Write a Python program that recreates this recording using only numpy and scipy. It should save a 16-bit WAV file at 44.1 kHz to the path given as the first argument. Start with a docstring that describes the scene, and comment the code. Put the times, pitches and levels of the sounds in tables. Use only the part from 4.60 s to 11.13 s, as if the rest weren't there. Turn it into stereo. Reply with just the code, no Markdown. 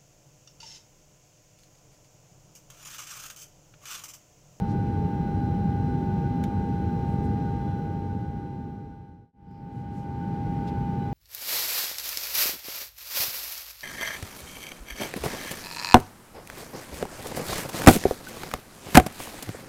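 """The airstream rumbles through an airliner's hull at cruise, on a stereo microphone at a window seat.
Around the seat, transformers on the 400 Hz supply whine, two cabin fans beat, engines drone, and the
vents hiss and whistle. Close by are a faint knock, plastic clicks, rustles of clothes and faint squeaks.
An electric load comes on for half a second: the whine swells and one fan sags.
The sound fades down to silence and straight back up, with a slightly different balance."""
import sys
import numpy as np
from scipy import signal
from scipy.fft import rfft, irfft, next_fast_len
from scipy.io import wavfile
from scipy.ndimage import map_coordinates

SR = 44100
rng = np.random.default_rng(int(sys.argv[2]) if len(sys.argv) > 2 else 0)


def persist_wave(psi):
    """Save psi, clipped to +-1, as 16-bit WAV."""
    counts = np.round(np.clip(psi, -1, 1) * 32767).astype(np.int16)
    wavfile.write(sys.argv[1], SR, np.atleast_2d(counts).T)


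N = 287973
TIME = np.arange(N) / SR
FFT_SIZE = next_fast_len(N)
BIN_HZ = np.maximum(np.arange(FFT_SIZE // 2 + 1) * SR / FFT_SIZE, 1)

# Mid is common to both channels; side is opposite in them, and side_db is relative to mid.
# "Before" and "after" are the two sides of the fade's silent moment.
# faint squeaks near the seat: centre_s, length_s, level_db, pitch_hz
SQUEAKS = [(3.08, .12, -70, 3380), (6.44, .09, -68.5, 3940)]
# a faint, brief knock at the start, then rustles of clothes and seat fabric, close by:
# centre_s, length_s, level_db, centre_hz, width_octaves
KNOCK_AND_RUSTLES = [(0.055, .025, -58, 1350, .2), (0.11, .04, -62.5, 4700, .8), (2.51, .12, -74, 8000, .9),
                     (2.65, .03, -69, 8000, .9), (4.94, .11, -63.5, 4900, .22),
                     (5.17, .09, -67.5, 5500, 1.2), (5.38, .08, -64, 6000, 1.1),
                     (6.085, .022, -54.5, 3300, 1.2)]
# small plastic clicks, close by: start_s, level_db
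CLICKS = [(1.8315, -53), (1.8385, -34.5), (2.089, -58), (3.61, -60), (4.912, -51), (5.735, -58)]
# spectrum of the clicking plastic: frequency_hz, relative_db
CLICK_SPECTRUM = [(700, -10), (1800, 2), (2700, -1), (3500, 2), (4500, -5), (6500, -2), (7700, -8),
                  (11000, -7), (12300, -3), (13500, -14), (14700, -8), (16000, -14)]
# air system whistles, the lowest two beating: pitch_hz, before_db, after_db
WHISTLES = [(1480.5, -61, -69), (1486.5, -66, -63), (2598, -75.5, -80), (3940, -83, -83), (5911, -87, -91)]
# spectrum of the vents at the seat: frequency_hz, relative_db
VENT_SPECTRUM = [(300, -20), (700, -1), (850, 3.5), (1200, -.5), (1700, -4), (2300, -7.7), (3000, -9.7),
                 (4000, -14.5), (4600, -15.3), (5500, -18.8), (7000, -23.3), (9000, -26.8), (11500, -28.5),
                 (12200, -26.8), (13000, -29.6), (16000, -30.8)]
# stereo width of the vents: frequency_hz, side_db
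VENT_SIDE = [(700, -7), (2000, -6), (5000, -6), (12000, -4.2)]
# engine drones and duct resonances: centre_hz, width_hz, before_db, after_db, side_db
DRONES = [(92.5, 21, -36, -50, -10), (171.2, 5.7, -40.5, -38, -19.5), (203.9, 5.6, -40, -45, -12.5),
          (249.7, 3.8, -40.5, -43.5, -5.5), (300, 36, -44.5, -52, -10), (370.3, 2.1, -49, -53.5, 2.5),
          (418.1, 5, -49, -55.5, -9.5), (471.5, 14, -53.5, -65, -6), (1479.4, 42, -58.5, -59.5, -3),
          (2140, 1500, -70, -65.5, -8.5), (2982, 39, -76.5, -72, -3)]
# transformer overtones, relative to the second harmonic: supply_multiple, before_db, after_db
WHINE_OVERTONES = [(3, -25, -26), (4, -23.3, -25.5), (5, -27, -28.5), (6, -36.5, -33.5), (7, -43, -48),
                   (8, -39.5, -46), (9, -41, -48), (10, -33.5, -40.5), (11, -50, -45), (12, -58, -45.5),
                   (13, -42.5, -45.5), (14, -41.5, -44), (15, -43.5, -49), (16, -52, -55), (18, -53.5, -60)]
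# spectrum of the airstream from inside the hull: frequency_hz, relative_db
AIRSTREAM_SPECTRUM = [(20, -59.5), (36, -41), (44, -6), (57, -3.5), (95, 1), (135, 3), (205, -.5),
                      (228, -5.5), (300, -8), (345, -11), (480, -16.5), (540, -23), (700, -27),
                      (1100, -68.5)]
# stereo width of the airstream: frequency_hz, side_db
AIRSTREAM_SIDE = [(40, -23.5), (90, -16), (150, -15), (210, -16), (270, -9.5), (400, -8), (480, -7.5),
                  (700, 1)]

LOAD_ON_S, LOAD_OFF_S = 0.685, 1.2
SILENT_S, FADE_OUT_S, FADE_IN_S = 4.724, 1.87, 1.225


def from_db(db):
    """Decibels to gain."""
    return 10 ** (np.asarray(db) / 20)


def before_after(before, after):
    """One value up to the silent moment, another from there on."""
    return np.where(TIME < SILENT_S, before, after)


def settle(start_s, lag_s):
    """A step from 0 to 1, followed with a lag."""
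    return 1 - np.exp(-np.maximum(TIME - start_s, 0) / lag_s)


def swell(centre_s, length_s):
    """A smooth rise and fall around one moment."""
    return np.exp(-np.minimum(2 * ((TIME - centre_s) / length_s) ** 2, 20))


def colour(points):
    """Gain at every frequency, from (frequency_hz, level_db) points on a log axis."""
    hz, db = np.transpose(points)
    return from_db(np.interp(np.log(BIN_HZ), np.log(hz), db))


def noise(spectrum, side_gain):
    """Stereo noise of a given spectrum: a mid part of rms 1, plus a side part for width."""
    mid_bins, side_bins = rfft(rng.standard_normal((2, FFT_SIZE))) * spectrum
    mid = irfft(mid_bins, FFT_SIZE)[:N]
    side = irfft(side_bins * side_gain, FFT_SIZE)[:N]
    return np.array([mid + side, mid - side]) / np.std(mid)


def tone(hz, pan_db, lead_rad):
    """A sine along a pitch curve; standing waves give the two channels unlike levels and phases."""
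    phase = 2 * np.pi * np.cumsum(hz * np.ones(N)) / SR
    channels = np.array([[.5], [-.5]])
    return np.sqrt(2) * from_db(pan_db * channels) * np.sin(phase + lead_rad * channels)


def drift(rate_hz):
    """A smooth random wander with a spread of 1."""
    knots = rng.standard_normal(1000)
    coarse_s = TIME[::100]
    wander = map_coordinates(knots, [coarse_s * 2 * rate_hz], order=3, mode="wrap")
    return np.interp(TIME, coarse_s, wander / np.std(wander))


def click_envelope(t60_s, rise_s):
    """Jumps up and dies away at every click."""
    out = np.zeros(N)
    for start_s, level_db in CLICKS:
        age_s = np.maximum(TIME - start_s, 0)
        decay = np.exp(-np.minimum(np.log(1000) * age_s / t60_s, 20))
        out += from_db(level_db) * settle(start_s, rise_s) * decay
    return out


def electric_load(sag_s=0.08, recover_s=0.025):
    """How far the load drags on the generator and the main fan, from 0 to 1."""
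    return settle(LOAD_ON_S, sag_s) * (1 - settle(LOAD_OFF_S, recover_s))


def squeaks(rise_hz_per_s=900, wobble_hz=7.7):
    """Thin, unsteady tones glide upward, a little left of the microphone."""
    out = 0
    for centre_s, length_s, level_db, pitch_hz in SQUEAKS:
        glide_hz = pitch_hz + rise_hz_per_s * (TIME - centre_s) + wobble_hz * drift(40)
        out += from_db(level_db) * swell(centre_s, length_s) * tone(glide_hz, pan_db=3, lead_rad=0)
    return out


def knock_and_rustles():
    """A faint, brief knock, then rustles of clothes and seat fabric: each a swell of band noise."""
    out = 0
    for centre_s, length_s, level_db, centre_hz, width_octaves in KNOCK_AND_RUSTLES:
        band = 1 / (1 + (np.log2(BIN_HZ / centre_hz) / width_octaves) ** 2) ** 2
        out += from_db(level_db) * swell(centre_s, length_s) * noise(band, side_gain=0.43)
    return out


def clicks(ring_db=-10.5, dull_hz=6000):
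    """Plastic cracks sharply close by, then the wall panels give a short, duller ring."""
    bright = colour(CLICK_SPECTRUM)
    dull = bright / (1 + (BIN_HZ / dull_hz) ** 2)
    crack = click_envelope(t60_s=.013, rise_s=0.00031) * noise(bright, side_gain=.5)
    ring = click_envelope(t60_s=.075, rise_s=0.0014) * noise(dull, side_gain=0.64)
    return crack + from_db(ring_db) * ring


def whistles(flutter_db=1.0):
    """The air system gives off faint pure tones that flutter a little."""
    out = 0
    for pitch_hz, before_db, after_db in WHISTLES:
        level_db = before_after(before_db, after_db) - flutter_db * drift(5.3)
        whistle = tone(pitch_hz, pan_db=rng.normal(0, 0.36), lead_rad=rng.normal(0, 0.26))
        out += from_db(level_db) * whistle
    return out


def vents(level_db=-55.8):
    """The air supply hisses smoothly, spread wide around the seat."""
    return from_db(level_db) * noise(colour(VENT_SPECTRUM), colour(VENT_SIDE))


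def cabin_fans(sag_hz=17.15, sag_db=2.5, flutter_db=0.52, second_hz=900.9, second_db=-58.5):
    """Two blade tones a couple of hertz apart beat slowly; the main fan slows and softens under load."""
    load = electric_load()
    main_hz = before_after(898.85, 899.25) - sag_hz * load
    main_db = before_after(-46.5, -45.5) - sag_db * load + flutter_db * drift(14)
    main_fan = from_db(main_db) * tone(main_hz, pan_db=-4.0, lead_rad=0.63)
    second_fan = from_db(second_db) * tone(second_hz, pan_db=-0.5, lead_rad=0.79)
    return main_fan + second_fan


def power_whine(level_db=-38.5, swell_db=1.1, sag_hz=0.6, wander_hz=0.075):
    """Transformers sing at twice the supply frequency, louder under load, with less steady overtones."""
    flutter_db, overtone_flutter_db = 0.28, 1.1
    load = electric_load()
    supply_hz = before_after(402.75, 403.3) - sag_hz * load + wander_hz * drift(1)
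    hum_gain = from_db(swell_db * load + flutter_db * drift(14))
    out = hum_gain * tone(2 * supply_hz, pan_db=2.4, lead_rad=0.14)
    for multiple, before_db, after_db in WHINE_OVERTONES:
        overtone_db = before_after(before_db, after_db) + overtone_flutter_db * drift(8)
        overtone = tone(multiple * supply_hz, pan_db=rng.normal(.5, 0.82), lead_rad=rng.normal(0, 0.34))
        out += from_db(overtone_db) * overtone
    return from_db(level_db) * out


def drones():
    """Engines and ducts reach the seat as wavering resonances, their balance shifted after the fade."""
    out = 0
    for centre_hz, width_hz, before_db, after_db, side_db in DRONES:
        resonance = 1 / (1 + (2 * (BIN_HZ - centre_hz) / width_hz) ** 2)
        out += from_db(before_after(before_db, after_db)) * noise(resonance, from_db(side_db))
    return out


def airstream(before_db=-27.5, after_db=-29):
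    """Turbulence shakes the hull beside the microphone; the lining lets only the lows through."""
    rumble = noise(colour(AIRSTREAM_SPECTRUM), colour(AIRSTREAM_SIDE))
    return from_db(before_after(before_db, after_db)) * rumble


def scene():
    """Everything that reaches the microphone at the window seat."""
    cabin = airstream() + vents() + power_whine() + cabin_fans() + drones() + whistles()
    return cabin + clicks() + knock_and_rustles() + squeaks()


def record(dry):
    """The fader runs linearly down to silence and back up; a steep low-pass cuts the highest treble."""
    ramp_s = before_after(FADE_OUT_S, FADE_IN_S)
    fader = np.minimum(np.abs(TIME - SILENT_S) / ramp_s, 1)
    cutoff_hz = 15750
    low_pass = signal.ellip(12, .1, 80, cutoff_hz, fs=SR, output="sos")
    return signal.sosfilt(low_pass, dry * fader)


dry = scene()
out = record(dry)
persist_wave(out)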